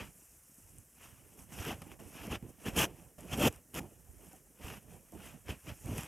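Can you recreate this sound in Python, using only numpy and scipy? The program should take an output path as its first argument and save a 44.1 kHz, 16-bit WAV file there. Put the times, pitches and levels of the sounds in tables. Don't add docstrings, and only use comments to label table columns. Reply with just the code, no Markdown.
import sys
import numpy as np
from scipy import signal
from scipy.fft import rfft, irfft, next_fast_len
from scipy.io import wavfile
from scipy.ndimage import uniform_filter1d, map_coordinates

SR = 44100
rng = np.random.default_rng(int(sys.argv[2]) if len(sys.argv) > 2 else 0)


def to_wav(s):
    ch = np.atleast_2d(s).T
    pcm = np.round(np.clip(ch, -1, 1) * 32767)
    wavfile.write(sys.argv[1], SR, pcm.astype(np.int16))


N = 267687


def amp(db):
    return 10 ** (np.asarray(db) / 20)


def unit(x):
    return x / np.sqrt(np.mean(x ** 2) + 1e-20)


def along(points, hz):
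    f, value = np.transpose(points)
    return np.interp(np.log(hz + 1), np.log(f + 1), value)


def curves(rows):
    s, *columns = np.transpose(rows)
    return [np.interp(np.arange(N) / SR, s, column) for column in columns]


def wobble(rate):
    knots = rng.standard_normal(int(N * rate / SR) + 4)
    return map_coordinates(knots, [np.arange(N) * rate / SR])


def coloured(x, spectrum):
    m = next_fast_len(N + 8192)
    closed = [(1, -90), *spectrum, (SR / 2, -90)]
    gain = amp(along(closed, np.fft.rfftfreq(m, 1 / SR)))
    cepstrum = irfft(np.log(gain), m)
    cepstrum[1:m // 2] *= 2
    cepstrum[m // 2 + 1:] = 0
    return irfft(rfft(x, m) * np.exp(rfft(cepstrum)), m)[..., :N]


def fibres(rate, spread_db, share):
    slipping = rng.random(N) < rate / SR
    slips = slipping * rng.standard_normal(N) * amp(spread_db * rng.exponential(size=N))
    return np.sqrt(share) * unit(slips) + np.sqrt(1 - share) * rng.standard_normal(N)


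def patchy(x, depth_db, size):
    z = signal.stft(x, nperseg=512)[2]
    across_pitch = uniform_filter1d(rng.standard_normal(z.shape), size, 0)
    field = uniform_filter1d(across_pitch, 4, 1)
    return unit(signal.istft(z * amp(depth_db * unit(field)), nperseg=512)[1][:N])


# f/Hz, relative level/dB per Hz
ROOM_SPECTRUM = [(24, -48), (40, 12), (480, -17), (680, -16.5), (1850, -10), (3200, -30), (3700, -23),
                 (4600, -24), (5400, -12), (8770, -9), (13000, -6.5), (16000, -21)]
ROOM_DB = -68


def room():
    return amp(ROOM_DB) * unit(coloured(rng.standard_normal(N), ROOM_SPECTRUM))


# f/Hz, relative level/dB per Hz
CAPSULE_SPECTRUM = [(3000, -32), (5000, -8.5), (7000, -3.5), (9000, -13.5), (14000, -18)]
CAPSULE_DB = -88


def capsule_noise():
    return amp(CAPSULE_DB) * unit(coloured(rng.standard_normal((2, N)), CAPSULE_SPECTRUM))


# t/s at full strength, rise/s, hold/s, fall/s,
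# scrape level/dB, hiss level/dB over scrape, housing level/dB, deep level/dB over housing
RUBS = [(0.0, .05, 0.0093, .1, -47, -11, -45, -2), (1.038, 0.13, .005, 0.21, -58.5, -1, -65, -5),
        (1.388, .04, 0.038, .06, -66.5, 8, -57.5, -7), (1.523, 0.062, 0.059, 0.39, -57, 1.5, -57.5, -3),
        (1.59, 0.04, 0.076, .1, -48.5, -5, -51, -4), (1.676, 0.081, .045, 0.047, -45, -8, -41, -9),
        (1.82, 0.0062, 0.0016, .02, -51, -8, -40, -3.5), (1.923, 0.21, .005, 0.063, -60.5, -5, -56.5, -11),
        (1.993, 0.0058, 0.013, 0.24, -61.5, -3, -51.5, -6.5),
        (2.156, 0.096, 0.093, 0.08, -53, -5, -57.5, -20), (2.261, 0.09, 0.044, .03, -57.5, -6, -46, -3.5),
        (2.315, 0.035, 0.041, 0.028, -44, -7, -41, -1.5), (2.427, .006, .03, 0.12, -77, -5, -54.5, 5.5),
        (2.493, 0.065, .005, 0.054, -71.5, 8.5, -55, -2),
        (2.663, 0.033, 0.026, 0.039, -44, -5.5, -41.5, -4), (2.73, 0.044, 0.017, .03, -65, -6, -52.5, 5),
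        (2.764, 0.0089, 0.043, 0.033, -40.5, 1, -32.5, -9),
        (2.791, 0.051, 0.052, 0.026, -33.5, -2, -31.5, -9.5), (2.991, 0.2, .005, 0.25, -68, 4.5, -57.5, -5),
        (3.184, .005, 0.12, 0.055, -63, 0.5, -52.5, -3.5),
        (3.336, 0.055, .003, 0.034, -39.5, -5.5, -43.5, 10),
        (3.357, 0.056, 0.062, 0.036, -58, 3.5, -43, 2.5), (3.429, 0.081, .053, 0.012, -33.5, -3, -28, -10),
        (3.5, 0.053, 0.052, 0.097, -62, -2, -62.5, 5), (3.749, 0.016, 0.045, 0.012, -45, -2, -43.5, -6),
        (3.805, 0.011, .003, 0.16, -63, -2, -46, -5), (4.237, 0.11, 0.13, .06, -69, 4, -62, -13),
        (4.644, 0.084, 0.062, 0.14, -52, -3, -49, -4.5), (4.74, .1, 0.037, 0.024, -57.5, -2, -57.5, -12),
        (4.926, 0.17, .005, 0.18, -65, 1.5, -55, -1), (5.123, .008, 0.094, 0.25, -79, 9, -54.5, -4),
        (5.341, .2, 0.019, 0.061, -78, -5, -56, -1.5), (5.261, 0.2, .005, 0.18, -54.5, -3, -69, -9),
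        (5.497, 0.043, 0.0099, 0.073, -44.5, -9, -43.5, 2.5),
        (5.695, 0.056, 0.0057, 0.06, -48, -9, -44.5, 0), (5.872, 0.067, 0.078, 0.15, -56, -1.5, -44.5, 2.5),
        (5.979, 0.068, 0.0046, 0.19, -47.5, -1.5, -47.5, -10)]
RAMP_DB = 25
LINGER_DB, LINGER_DB_PER_S = -25, 134
# t/s, scrape level/dB, hiss level/dB, housing level/dB,
# deep level/dB (all four before fidgeting), left minus right level/dB in light contact before CABLE
LIGHT_CONTACT = [(0, -86, -64, -75, -68, -10.5), (.2, -74.5, -62, -71, -72, -4),
                 (.37, -75.5, -64, -77, -75, -1.5), (.55, -79, -64, -72, -72, -3.5),
                 (.78, -73.5, -65, -71, -61, -8), (.92, -81.5, -66, -76, -75.5, -2),
                 (1.15, -71.5, -67.5, -67.5, -60.5, -9.5), (1.34, -69, -64.5, -64.5, -68, -8),
                 (1.46, -77, -70, -68.5, -63.5, -10), (1.79, -70, -68, -59, -57, -3.5),
                 (1.87, -69, -66, -58, -60.5, -11), (1.985, -89, -72, -69, -68, -13),
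                 (2.09, -71, -62, -73, -62.5, -9.5), (2.41, -71, -71, -65, -64, -4.5),
                 (2.55, -76, -75, -66, -73, -9), (2.64, -63, -58.5, -57, -54, -13),
                 (2.89, -66.5, -73, -50, -56.5, -6.5), (3.15, -87, -73, -81, -71.5, -8),
                 (3.68, -83.5, -68.5, -71, -68, -4.5), (3.96, -77.5, -69.5, -69, -68.5, -7),
                 (4.16, -77, -67.5, -66, -61.5, -10.5), (4.47, -82, -71, -71.5, -76.5, -6),
                 (4.83, -92, -69.5, -65, -61, -8), (5.05, -82, -69.5, -69, -79, -9),
                 (5.41, -92, -69.5, -80.5, -66, -9), (5.62, -71, -64.5, -86, -79, -4),
                 (5.8, -69, -61.5, -70, -66, -9.5), (6.07, -62, -60, -72, -72, -1.5)]
FIDGET_DB, FIDGET_RATE = 1.5, 11


def levels():
    t = np.arange(0, N + 64, 32) / SR
    power = np.zeros((4, len(t)))
    for s, rise, hold, fall, scrape_db, hiss_db, body_db, deep_db in RUBS:
        before, after = np.maximum(s - t, 0), np.maximum(t - s - hold, 0)
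        shape = amp(-2 * RAMP_DB * (before / rise + after / fall))
        linger = (t > s) * amp(2 * (LINGER_DB - LINGER_DB_PER_S * after))
        shake = np.maximum(shape, linger)
        peaks_db = np.array([[scrape_db], [scrape_db + hiss_db], [body_db], [body_db + deep_db]])
        power += amp(2 * peaks_db) * [shape, shape, shake, shake]
    rubs = [np.interp(np.arange(N) / SR, t, p) for p in power]
    cloth = FIDGET_DB * wobble(FIDGET_RATE)
    shirt = FIDGET_DB * wobble(FIDGET_RATE)
    light = np.array(curves(LIGHT_CONTACT)[:4]) + [cloth, 0.59 * cloth, shirt, shirt]
    return 10 * np.log10(rubs + amp(2 * light))


# f/Hz, relative level/dB per Hz
SCRAPE = [(300, -19.5), (700, -2), (965, -3.5), (1280, -3), (2050, -5.5), (2450, -1.5), (2910, -2),
          (3300, -7.5), (3800, -16.5), (4400, -19), (5200, -13.5)]
# f/Hz, relative level/dB
PORT = [(1800, -39.5), (2400, -4), (3000, -2.5), (3450, 14.5), (3900, -30.5)]
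# f/Hz, relative level/dB per Hz
HISS = [(3500, -26.5), (4500, -21.5), (5600, -7), (7500, -1), (9200, 0.5), (12500, -2), (14000, -10),
        (15800, -42)]
# f/Hz, relative level/dB per Hz
CONTACT = [(3500, -31.5), (4500, -13), (5600, 1.5), (6500, 1), (9200, -5.5), (12500, 1), (14000, -8),
           (15800, -18.5)]


def rubbing(effort, hiss_db):
    weave = wobble(41)
    pressed = 1 / (1 + amp(-55.0 - effort))
    covered = 1 / (1 + amp(2 * (-46.5 - effort)))
    drag = coloured(fibres(2500, spread_db=2.27, share=0.37), SCRAPE)
    drag = unit(drag) + 0.53 * covered * unit(coloured(drag, PORT))
    scrape = patchy(amp(0.43 * weave + 1.03 * wobble(150)) * drag, depth_db=1.56, size=4)
    brushing = unit(coloured(fibres(2500, spread_db=1.1, share=.08), HISS))
    contact = unit(coloured(fibres(1200, spread_db=2.2, share=.2), CONTACT))
    hiss = np.sqrt(pressed) * contact + np.sqrt(1 - pressed) * brushing
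    hiss = patchy(amp(0.8 * weave + 1.1 * wobble(200)) * hiss, depth_db=1.5, size=14)
    return amp(effort) * scrape, amp(hiss_db) * hiss


# f/Hz, relative level/dB per Hz
HOUSING = [(60, -44.5), (140, -2.5), (190, -2), (248, -2.5), (390, -7.5), (463, -8), (650, -11.5),
           (900, -17), (1500, -35)]
# f/Hz, relative level/dB per Hz
DEEP = [(24, -52), (40, -12.5), (60, 1), (90, -2), (130, -4.5), (250, -20.5)]


def rumble(body_db, deep_db):
    body = amp(0.84 * wobble(40)) * coloured(fibres(500, spread_db=2.5, share=0.31), HOUSING)
    body = patchy(body, depth_db=3.5, size=2)
    deep = unit(amp(1.5 * wobble(42)) * coloured(rng.standard_normal(N), DEEP))
    return amp(body_db) * body + amp(deep_db) * deep


# t/s at the swing's centre, envelope peak level/dB, f/Hz
TUGS = [(0.088, -49, 135), (0.498, -56.5, 240), (0.585, -51, 219), (0.659, -56, 98), (0.755, -53, 110),
        (0.787, -54, 110), (1.056, -55, 208), (1.401, -54, 217), (1.604, -34, 90.5), (1.729, -35, 220),
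        (1.746, -40, 110), (1.824, -42, 167), (1.922, -46, 300), (2.006, -47, 178), (2.038, -51, 120),
        (2.061, -48, 90), (2.28, -34.5, 190), (2.319, -38, 324), (2.347, -40, 90), (2.372, -45, 90),
        (2.429, -36.5, 182), (2.452, -46, 95), (2.666, -34, 360), (2.687, -30.5, 216), (2.765, -27, 167),
        (2.812, -36, 290), (3.189, -50, 200), (3.343, -31.5, 122), (3.378, -35, 136), (3.438, -21, 260),
        (3.482, -29, 460), (3.495, -37, 90), (3.792, -38.5, 225), (3.814, -39, 149), (4.096, -48, 64.7),
        (4.649, -37.5, 75.5), (4.781, -43.5, 193), (4.881, -55, 119), (4.947, -50, 163),
        (5.146, -44.5, 119), (5.36, -53, 158), (5.494, -40, 78.6), (5.68, -49, 110), (5.719, -39, 86.5),
        (5.866, -41, 147), (5.879, -43, 134), (5.89, -41, 170), (5.917, -35, 120), (5.941, -40, 150),
        (5.99, -29.5, 152)]


def thumps():
    out, t = np.zeros(N + 8192), np.arange(-2048, 2048) / SR
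    for s, db, hz in TUGS:
        cycles = t * hz
        envelope = np.exp(-np.where(t < 0, 6, 1.5) * cycles ** 2)
        swing = envelope * np.cos(2 * np.pi * cycles + rng.uniform(0, 2 * np.pi))
        out[round(s * SR):][:len(t)] += amp(db) * swing
    return out[2048:][:N]


# t/s, click level/dB, body level/dB over click (both nominal, before offset and colouring)
SNAPS = [(0.7846, -40, -17), (1.2824, -59, -10), (1.651, -33.5, -4), (1.8192, -40.5, -4),
         (1.917, -49.5, 8.5), (2.001, -49, -2), (2.0364, -45.5, -7), (2.3136, -50, -7), (2.426, -56, 4),
         (2.6582, -48, -3), (2.7357, -46, 2), (2.76, -40, -3), (3.184, -58, 3), (3.188, -48.5, -15),
         (3.2082, -42, -20), (3.328, -47, -8), (3.3758, -34, -7), (3.397, -27.5, -10), (3.5266, -43, -21),
         (3.5612, -43.5, -23), (3.7432, -33, -8), (3.7894, -47, -18), (4.3316, -43.5, -16),
         (5.1214, -46, -28), (5.484, -44.5, 7), (5.8591, -41, -8), (5.9818, -30, 0), (6.009, -36, -2),
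         (6.034, -36.5, 3)]
# t/s, starting level/dB, f/Hz, 60 dB decay time/s
KNOCK = (4.334, -53, 760, .07)


def ticks():
    fine, body, t = np.zeros(N + SR), np.zeros(N + SR), np.arange(2048) / SR
    for s, db, body_db in SNAPS:
        burst = np.sign(rng.standard_normal((2, len(t))))
        fine[round(s * SR):][:len(t)] += amp(db + 6.5 - 60 * t / 0.003) * burst[0]
        body[round(s * SR):][:len(t)] += amp(db + body_db + 8.5 - 60 * t / .006) * burst[1]
    s, db, hz, t60 = KNOCK
    since = np.maximum(np.arange(N) / SR - s, 0)
    knock = amp(db - 60 * since / t60) * np.sin(2 * np.pi * hz * since)
    return coloured(fine[:N], HISS) + coloured(body[:N], SCRAPE) + knock


# f/Hz, level/dB
CABLE = [(30, 3.5), (90, 1), (200, -1.5), (600, -2.5), (1300, -9), (2600, -13.5), (4000, -23)]
FIRM_DB, FIRM_SLOPE = -48, 2.7


def cable_pull(solid, body_db):
    firmness = amp(FIRM_SLOPE * (uniform_filter1d(body_db, size=1024) - FIRM_DB))
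    pull_db = curves(LIGHT_CONTACT)[4] / (1 + firmness)
    lean = np.tanh(pull_db * np.log(10) / 40)
    return lean * coloured(solid, CABLE) * [[1], [-1]]


def scene():
    effort, hiss_db, body_db, deep_db = levels()
    scrape, hiss = rubbing(effort, hiss_db)
    solid = rumble(body_db, deep_db) + thumps() + scrape + room()
    return solid + hiss + ticks() + capsule_noise() + cable_pull(solid, body_db)


TOP_HZ = 15830


def record(dry):
    m = next_fast_len(N + 8192)
    in_band = np.fft.rfftfreq(m, 1 / SR) < TOP_HZ
    return irfft(rfft(dry, m) * in_band, m)[:, :N]


dry = scene()
out = record(dry)
to_wav(out)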